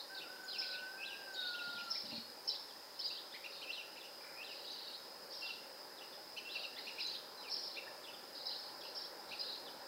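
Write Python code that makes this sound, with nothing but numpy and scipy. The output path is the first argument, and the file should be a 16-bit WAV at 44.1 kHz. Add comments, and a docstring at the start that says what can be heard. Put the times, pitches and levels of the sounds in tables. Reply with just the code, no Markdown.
"""A quiet garden, one microphone beside a hollow log bird feeder.
From the start, a distant hum and the microphone's narrow hiss lie under small birds warbling in
echoing trees. A long thin whistle wavers through the first two seconds, while two-note calls, song
bursts, slurs, pips and a leaping call join in. As it ends, a few soft bumps ring a hollow body near
the microphone. The birds twitter on to the end, and the far hum swells a little."""
import sys
import numpy as np
from scipy import signal
from scipy.fft import rfft, irfft
from scipy.io import wavfile
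from scipy.ndimage import uniform_filter1d

SR = 44100
rng = np.random.default_rng(int(sys.argv[2]) if len(sys.argv) > 2 else 0)


def to_wav(s):
    """Save 16-bit WAV."""
    ch = np.atleast_2d(s).T  # columns
    pcm = np.round(np.clip(ch, -1, 1) * 32767)  # PCM
    wavfile.write(sys.argv[1], SR, pcm.astype(np.int16))


N = 435266


def gain_of(db):
    """Decibels to amplitude."""
    return 10 ** (np.asarray(db) / 20)


def unit_rms(x):
    """Scales to rms 1."""
    return x / np.sqrt(np.mean(x ** 2) + 1e-20)


def spectrum_at(points, hz):
    """Reads a spectrum on a log-frequency axis."""
    f, db = np.transpose(points)
    return np.interp(np.log(hz + 1), np.log(f + 1), db)


def add(mix, start_s, sound):
    """Mixes a sound in at its start time."""
    part = mix[max(0, round(start_s * SR)):][:len(sound)]
    part += sound[:len(part)]


def wander(rate_hz):
    """Smooth random motion of rms 1, up to about the given rate."""
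    hz = np.fft.rfftfreq(N, 1 / SR)
    return unit_rms(irfft(rfft(rng.standard_normal(N)) * np.exp(-(hz / rate_hz) ** 2), N))


def trees(x, direct_db=-3.3, early_db=-4.2, early_t60=.11, late_db=-7.3, late_t60=.7):
    """The way to the microphone: direct sound, quick scatter off trunks and walls, a thin long tail."""
    t = np.arange(SR) / SR
    early, late = rng.choice([-1., 1.], (2, SR)) * (rng.random((2, SR)) < 2000 / SR)  # sparse echoes
    early *= gain_of(-60 * t / early_t60)
    late *= gain_of(-60 * t / late_t60) * (1 - np.exp(-t / 0.022))
    response = gain_of(early_db) * early / np.linalg.norm(early)
    response += gain_of(late_db) * late / np.linalg.norm(late)
    response[0] += gain_of(direct_db)
    return signal.fftconvolve(x, response)[:N]


# Background hum and hiss: frequency_hz, relative_db
NOISE_SPECTRUM = [(25, -28), (60, -20.5), (120, -14), (220, -5.5), (380, 1), (700, -6.5), (1000, 0.5),
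                  (1200, -5.5), (1750, -3.5), (2100, -9.5), (3300, -14), (4300, -7.5), (6300, -16.5),
                  (11000, -18), (15500, -16.5)]
# Resonances in the hum and hiss; the 5 kHz peak is the microphone's own: centre_hz, width_hz, lift_db
NOISE_RESONANCES = [(568.6, 180, 9.5), (809, 165, 7), (1360, 150, 3.5), (5028, 624, 16.5), (8516, 13, 9)]
# Swell of the distant hum: time_s, gain_db
HUM_SWELL = [(0, -2.5), (4.5, -2.26), (6.5, -1.14), (9.2, 0.5), (9.87, 0.7)]

def hum_and_hiss(level_db=-53.0, patchy_db=1.24):
    """Far surroundings hum and slowly swell, under steady hiss that peaks at the microphone's resonance."""
    frames, hz = N // 1024 + 5, np.fft.rfftfreq(4096, 1 / SR)
    real, imag, patches = rng.standard_normal((3, frames, len(hz)))
    patches = unit_rms(uniform_filter1d(uniform_filter1d(patches, size=5, axis=0), size=30, axis=1))
    colour_db = spectrum_at(NOISE_SPECTRUM, hz)
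    colour_db += sum(db / (1 + 2 * ((hz - f) / width) ** 2) ** 2 for f, width, db in NOISE_RESONANCES)
    swell_db = np.interp(np.arange(frames) * 1024 / SR, *np.transpose(HUM_SWELL))
    hum_db = swell_db[:, None] / (1 + (hz / 2200) ** 4)
    spectra = (real + 1j * imag) * gain_of(colour_db + hum_db + patchy_db * patches)
    noise = signal.istft(spectra.T, nperseg=4096, noverlap=3072)[1][:N]
    return gain_of(level_db) * unit_rms(noise)


# Treble emphasis the microphone and its housing give the birdsong: frequency_hz, gain_db
MIC_COLOUR = [(2000, -17), (3300, -6.5), (4100, 1.5), (4600, -1), (5200, 5), (5700, 5), (6500, -13),
              (9000, -30)]
# A warble's two voices: pitch_ratio, gain_db, strokes_per_s, swing_hz
WARBLE_VOICES = [(0.97, 0, 34, 491), (.73, -9, 20, 580)]

def warble(notes, rasp_hz=70, flutter_db=1.5, upstroke_db=2, fade_db=4):
    """Two voices in the trees whip unevenly up and down, strongest on the upstroke."""
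    out, t = np.zeros(N), np.arange(N) / SR
    for ratio, voice_db, strokes_per_s, swing_hz in WARBLE_VOICES:
        stroke = 2 * np.pi * strokes_per_s * t + 1.4 * wander(24)
        bend_hz = swing_hz * np.sin(stroke) + rasp_hz * wander(301)
        effort_db = flutter_db * wander(84) + upstroke_db * np.cos(stroke)
        for start, length, first_hz, last_hz, db in notes:
            span = np.clip(round(start * SR) + np.arange(round(length * SR)), 0, N - 1)
            progress = np.linspace(0, 1, len(span))
            hz = np.abs(ratio * (first_hz + (last_hz - first_hz) * progress) + bend_hz[span])
            envelope = gain_of(effort_db[span] - fade_db * progress + spectrum_at(MIC_COLOUR, hz))
            envelope *= signal.windows.tukey(len(span), .25)
            tone = np.sin(2 * np.pi * np.cumsum(hz) / SR)
            add(out, start, gain_of(db + voice_db) * unit_rms(envelope * tone))
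    return trees(out, direct_db=-3.4, early_db=-5, early_t60=.16, late_db=-8, late_t60=.6)


# Chirps far off in the trees: start_s, length_s, first_hz, level_db
FAR_CHIRPS = [(0, 0.019, 4360, -47), (0.143, 0.066, 4485, -51.5), (1.331, .24, 4400, -46.5),
              (1.582, 0.21, 4500, -51.5), (2.038, 0.18, 4600, -51), (3.51, .13, 4360, -55),
              (4.19, 0.21, 2013, -62.5), (4.489, 0.19, 4870, -54.5), (4.619, 0.36, 4524, -51.5),
              (5.297, .15, 5310, -51), (5.408, .15, 4700, -51), (6.497, 0.17, 4615, -48.5),
              (6.778, 0.11, 4690, -54), (8.57, 0.15, 5010, -53), (8.801, .1, 5200, -57)]

def chirps(sag=.055):
    """Plain warbles, each losing a small share of its pitch."""
    return warble([(start, length, hz, hz * (1 - sag), db) for start, length, hz, db in FAR_CHIRPS])


# Course of the long whistle: time_s, pitch_hz, level_db
WHISTLE_COURSE = [(0.09, 1515, -54), (0.154, 1577, -56.5), (0.272, 1384, -60), (0.286, 1500, -58),
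                  (0.57, 1525, -58.5), (0.794, 1492, -49.5), (1.178, 1616, -59), (1.528, 1435, -47.5),
                  (1.858, 1400, -50.5), (1.91, 1345, -55)]
# Its fuzz comes early, then clears: time_s, roughness_share
WHISTLE_ROUGHNESS = [(.12, 0.1), (.3, 1.04), (.62, 0.94), (.72, 0.15)]

def whistle(attack_s=0.013, release_s=0.082, fuzz_hz=55, boost_db=3.0, undertone_db=-66):
    """One thin tone with a faint octave below, reaching the microphone with little echo."""
    times, *columns = np.transpose(WHISTLE_COURSE)
    t = np.arange(N) / SR
    hz, db = (np.interp(t, times, column) for column in columns)
    rough = np.clip(np.interp(t, *np.transpose(WHISTLE_ROUGHNESS)), 0, 1)
    fuzz = np.sqrt(2 * (1 - rough)) + np.sqrt(rough) * (wander(fuzz_hz) + 1j * wander(fuzz_hz))
    attack = np.clip((t - times[0]) / attack_s, 0, 1)
    release = np.clip(1 - (t - times[-1]) / release_s, 0, 1) ** 2
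    phase = 2 * np.pi * np.cumsum(hz) / SR
    partials = gain_of(db + boost_db) * np.exp(1j * phase) + gain_of(undertone_db) * np.exp(.5j * phase)
    tone = attack * release * (fuzz * partials).real
    return trees(tone, direct_db=-2, early_db=-27.0, early_t60=0.13, late_db=-18, late_t60=1.0)


def syrinx(hz, envelope, quaver, overtone_db=-19):
    """A bird's throat sings a quavering near sine; low notes carry a faint octave."""
    shake = unit_rms(uniform_filter1d(rng.standard_normal(len(hz)), size=70))
    phase = 2 * np.pi * np.cumsum(hz * (1 + quaver * shake)) / SR
    overtone = gain_of(overtone_db + spectrum_at(MIC_COLOUR, 2 * hz)) * np.sin(2 * phase)
    return unit_rms(envelope * (np.sin(phase) + overtone))


def fall(length_s, first_hz, rest_hz=1998, relax_s=.05):
    """A note that drops fast as the throat relaxes towards its resting pitch."""
    t = np.arange(0, length_s, 1 / SR)
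    hz = rest_hz + (first_hz - rest_hz) * np.exp(-t / relax_s)
    return syrinx(hz, signal.windows.tukey(len(t), .5), quaver=0.03)


def arch(length_s, top_hz, drop, roundness=1.41, variety=0.44):
    """A note that climbs to its top and comes down, never with quite the same bend."""
    position = np.linspace(-1, 1, round(length_s * SR))
    depth = drop * (1 + variety * (rng.random() - .5))
    return syrinx(top_hz * (1 - depth * np.abs(position) ** roundness), 1 - position ** 2, quaver=0.042)


# A call repeated in the trees: start_s, first_hz, level_db
TWO_NOTE_CALLS = [(.17, 4400, -52), (.738, 4250, -54), (3.996, 4260, -54.5), (5.972, 4200, -55.5),
                  (8.032, 4100, -54), (8.8, 4100, -55.5)]

def two_note_calls(fall_s=.03, answer_db=-1.5):
    """A quick fall answered by a softer arch."""
    out = np.zeros(N)
    for start, hz, db in TWO_NOTE_CALLS:
        add(out, start, gain_of(db) * fall(fall_s, hz))
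        add(out, start + fall_s, gain_of(db + answer_db) * arch(length_s=0.0504, top_hz=2920, drop=.17))
    return out


def glide(length_s, first_hz, octaves_per_s=-0.59, quaver=0.019):
    """A note that slides at a steady rate; by default it barely sags."""
    t = np.arange(0, length_s, 1 / SR)
    return syrinx(first_hz * 2 ** (octaves_per_s * t), signal.windows.tukey(len(t), .5), quaver)


# Thin notes in the trees: start_s, length_s, pitch_hz, level_db
HELD_NOTES = [(0.434, 0.023, 6900, -62.5), (1.828, 0.031, 6850, -70), (2.109, 0.073, 4430, -48),
              (2.448, 0.022, 6330, -66), (5.411, 0.066, 2757, -51.5), (6.445, 0.059, 2744, -54.5),
              (7.366, 0.071, 4100, -55.5)]

def held_notes():
    """A bird briefly holds a nearly level pitch."""
    out = np.zeros(N)
    for start, length, hz, db in HELD_NOTES:
        add(out, start, gain_of(db) * glide(length, hz))
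    return out


# The loudest song at the microphone: start_s, length_s, accent_hz, last_hz, accent_db, warble_db, lead_db
SONG_BURSTS = [(0.58, 0.2, 5240, 4360, -42, -48, -48.5), (1.9, 0.13, 5310, 5010, -40, -47, -53.5),
               (2.472, 0.097, 5290, 3960, -39.5, -44.5, -71), (2.987, 0.067, 5190, 4670, -48, -46.5, -81),
               (3.041, 0.17, 4820, 4184, -42.5, -49.5, -64), (6.984, .19, 5150, 4060, -52, -45.5, -61),
               (7.505, 0.094, 5380, 4955, -45, -44.5, -59), (7.58, .21, 5530, 4590, -53, -50.5, -51),
               (8.449, .13, 5120, 4410, -50, -45, -52), (8.946, 0.13, 5360, 5090, -53, -49.5, -57),
               (9.389, .19, 5005, 4214, -45, -48, -54.5)]

def song_bursts(accent_s=.029, lead_s=.105, lead_ratio=.9, warble_ratio=0.96):
    """A warbled lead-in, then a held accent that breaks into a sinking warble."""
    accents, notes = np.zeros(N), []
    for start, length, hz, last_hz, accent_db, warble_db, lead_db in SONG_BURSTS:
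        notes.append((start - lead_s, lead_s, hz * lead_ratio, hz * lead_ratio, lead_db))
        add(accents, start, gain_of(accent_db) * glide(accent_s, hz, quaver=0.03))
        notes.append((start, length, hz * warble_ratio, last_hz, warble_db))
    return trees(accents) + warble(notes)


# Downward slurs in the trees: start_s, length_s, first_hz, level_db
FALLING_SLURS = [(0.516, .07, 3750, -51), (1.578, 0.038, 3080, -51.5), (1.738, .05, 4380, -54),
                 (2.155, .045, 2700, -65), (2.681, 0.041, 4300, -60), (5.455, 0.028, 3970, -51),
                 (5.487, 0.03, 3050, -47), (6.119, 0.03, 4000, -59), (6.542, 0.035, 2964, -45),
                 (6.63, 0.033, 3150, -48), (7.42, 0.091, 3480, -59), (8.133, 0.027, 3760, -55.5),
                 (9.648, 0.049, 4400, -54)]

def falling_slurs():
    """Single notes that drop and begin to level off."""
    out = np.zeros(N)
    for start, length, hz, db in FALLING_SLURS:
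        add(out, start, gain_of(db) * fall(length, hz))
    return out


# Pips in the trees: start_s, top_hz, level_db
ARCHED_PIPS = [(0.611, 2630, -52), (.722, 2785, -54), (1.778, 2970, -51.5), (1.941, 2384, -57.5),
               (2.103, 2930, -56), (3.334, 2297, -52.5), (3.436, 2868, -50), (3.612, 3100, -50.5),
               (3.956, 2820, -57), (6.361, 2980, -48), (6.763, 2184, -56), (6.864, 2843, -48),
               (6.977, 2844, -47), (7.761, 2740, -48), (9.309, 2880, -50.5)]

def pips(length_s=.04, drop=.27, upper_ratio=1.46, upper_db=-6.5):
    """Short arches sung in two voices at once."""
    out = np.zeros(N)
    for start, hz, db in ARCHED_PIPS:
        lower = arch(length_s, hz, drop)
        upper = gain_of(upper_db) * arch(length_s, hz * upper_ratio, drop)
        add(out, start, gain_of(db) * (lower + upper))
    return out


# Course of one leaping call: time_s, pitch_ratio, effort_db
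LEAP_COURSE = [(0, .6, -15), (.061, .64, 2.5), (.073, .8, -8), (.087, 1, 2), (.1, .93, -1.5),
               (.119, .77, -10.5), (.14, .69, -1.5), (0.169, .62, -7.5), (.183, 0.48, -26)]
# That call from the trees: start_s, top_hz, level_db
LEAPING_CALLS = [(.974, 4164, -48), (3.645, 4230, -48), (4.361, 4080, -52)]

def leaping_calls():
    """A call that holds, leaps up and slides down."""
    out = np.zeros(N)
    times, *columns = np.transpose(LEAP_COURSE)
    t = np.arange(0, times[-1], 1 / SR)
    ratio, effort_db = (uniform_filter1d(np.interp(t, times, column), size=250) for column in columns)
    envelope = gain_of(effort_db) * signal.windows.tukey(len(t), .1)
    for start, hz, db in LEAPING_CALLS:
        add(out, start, gain_of(db) * syrinx(hz * ratio, envelope, quaver=0.0285))
    return out


# Upward slurs in the trees: start_s, length_s, first_hz, level_db
RISING_SLURS = [(1.336, 0.012, 6600, -58.5), (1.536, 0.037, 2540, -52), (3.075, .018, 6000, -62),
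                (3.101, 0.021, 2510, -53), (3.166, 0.044, 2880, -53), (3.318, 0.045, 3220, -52.5),
                (4.715, .014, 5840, -61), (4.935, .024, 3650, -47.5), (6.488, 0.025, 3140, -50.5),
                (6.758, 0.039, 3250, -50.5), (7.065, .014, 6000, -54), (7.141, 0.048, 2790, -53),
                (7.752, .02, 3380, -52), (7.865, 0.021, 1600, -54)]

def rising_slurs():
    """Quick upward flicks of pitch."""
    out = np.zeros(N)
    for start, length, hz, db in RISING_SLURS:
        add(out, start, gain_of(db) * glide(length, hz, octaves_per_s=13))
    return out


# Modes of the hollow body: pitch_hz, relative_db, t60_s
HOLLOW_MODES = [(99, -21, 0.716), (164, -37, .1), (230, 6, 0.15), (285, 6, 0.058), (577, 7.5, 0.051),
                (830, -17, 0.028)]
# Bumps close to the microphone: start_s, level_db, scuff_s
CLOSE_BUMPS = [(1.674, -57, 0.045), (1.747, -59, .05), (1.821, -60, 0.12), (2.037, -54.5, 0.17),
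               (2.127, -47.5, 0.025), (2.179, -51.5, 0.011)]

def bumps(scuff=0.046, boost_db=2, low_cut_hz=135):
    """A soft push with a short scuff rings a hollow body, too small to radiate deep bass."""
    out, t = np.zeros(N), np.arange(SR // 2) / SR
    body = sum(gain_of(db - 60 * t / t60) * np.sin(2 * np.pi * hz * t) for hz, db, t60 in HOLLOW_MODES)
    body = signal.sosfilt(signal.butter(2, low_cut_hz, "high", fs=SR, output="sos"), body)
    for start, db, scuff_s in CLOSE_BUMPS:
        force = scuff * rng.standard_normal(len(t)) * np.exp(-(t / scuff_s) ** 2)
        force[0] += 1  # the push
        ring = signal.fftconvolve(force, body)
        onset_rms = ring[:SR // 25].std()
        add(out, start, gain_of(db + boost_db) * ring / (2 * onset_rms))
    return out


def scene():
    """The garden from the feeder, in mono: hum far off, birds in the trees, bumps close by."""
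    mix = hum_and_hiss() + chirps() + whistle() + song_bursts()
    notes = two_note_calls() + held_notes() + falling_slurs() + pips() + leaping_calls() + rising_slurs()
    return (mix + trees(notes) + bumps())[None]


def record(dry):
    """The recorder's band limit."""
    low_pass = signal.firwin(511, cutoff=15800, window=("kaiser", 9), fs=SR)
    return signal.oaconvolve(dry, low_pass[None], "same")


dry = scene()
out = record(dry)
to_wav(out)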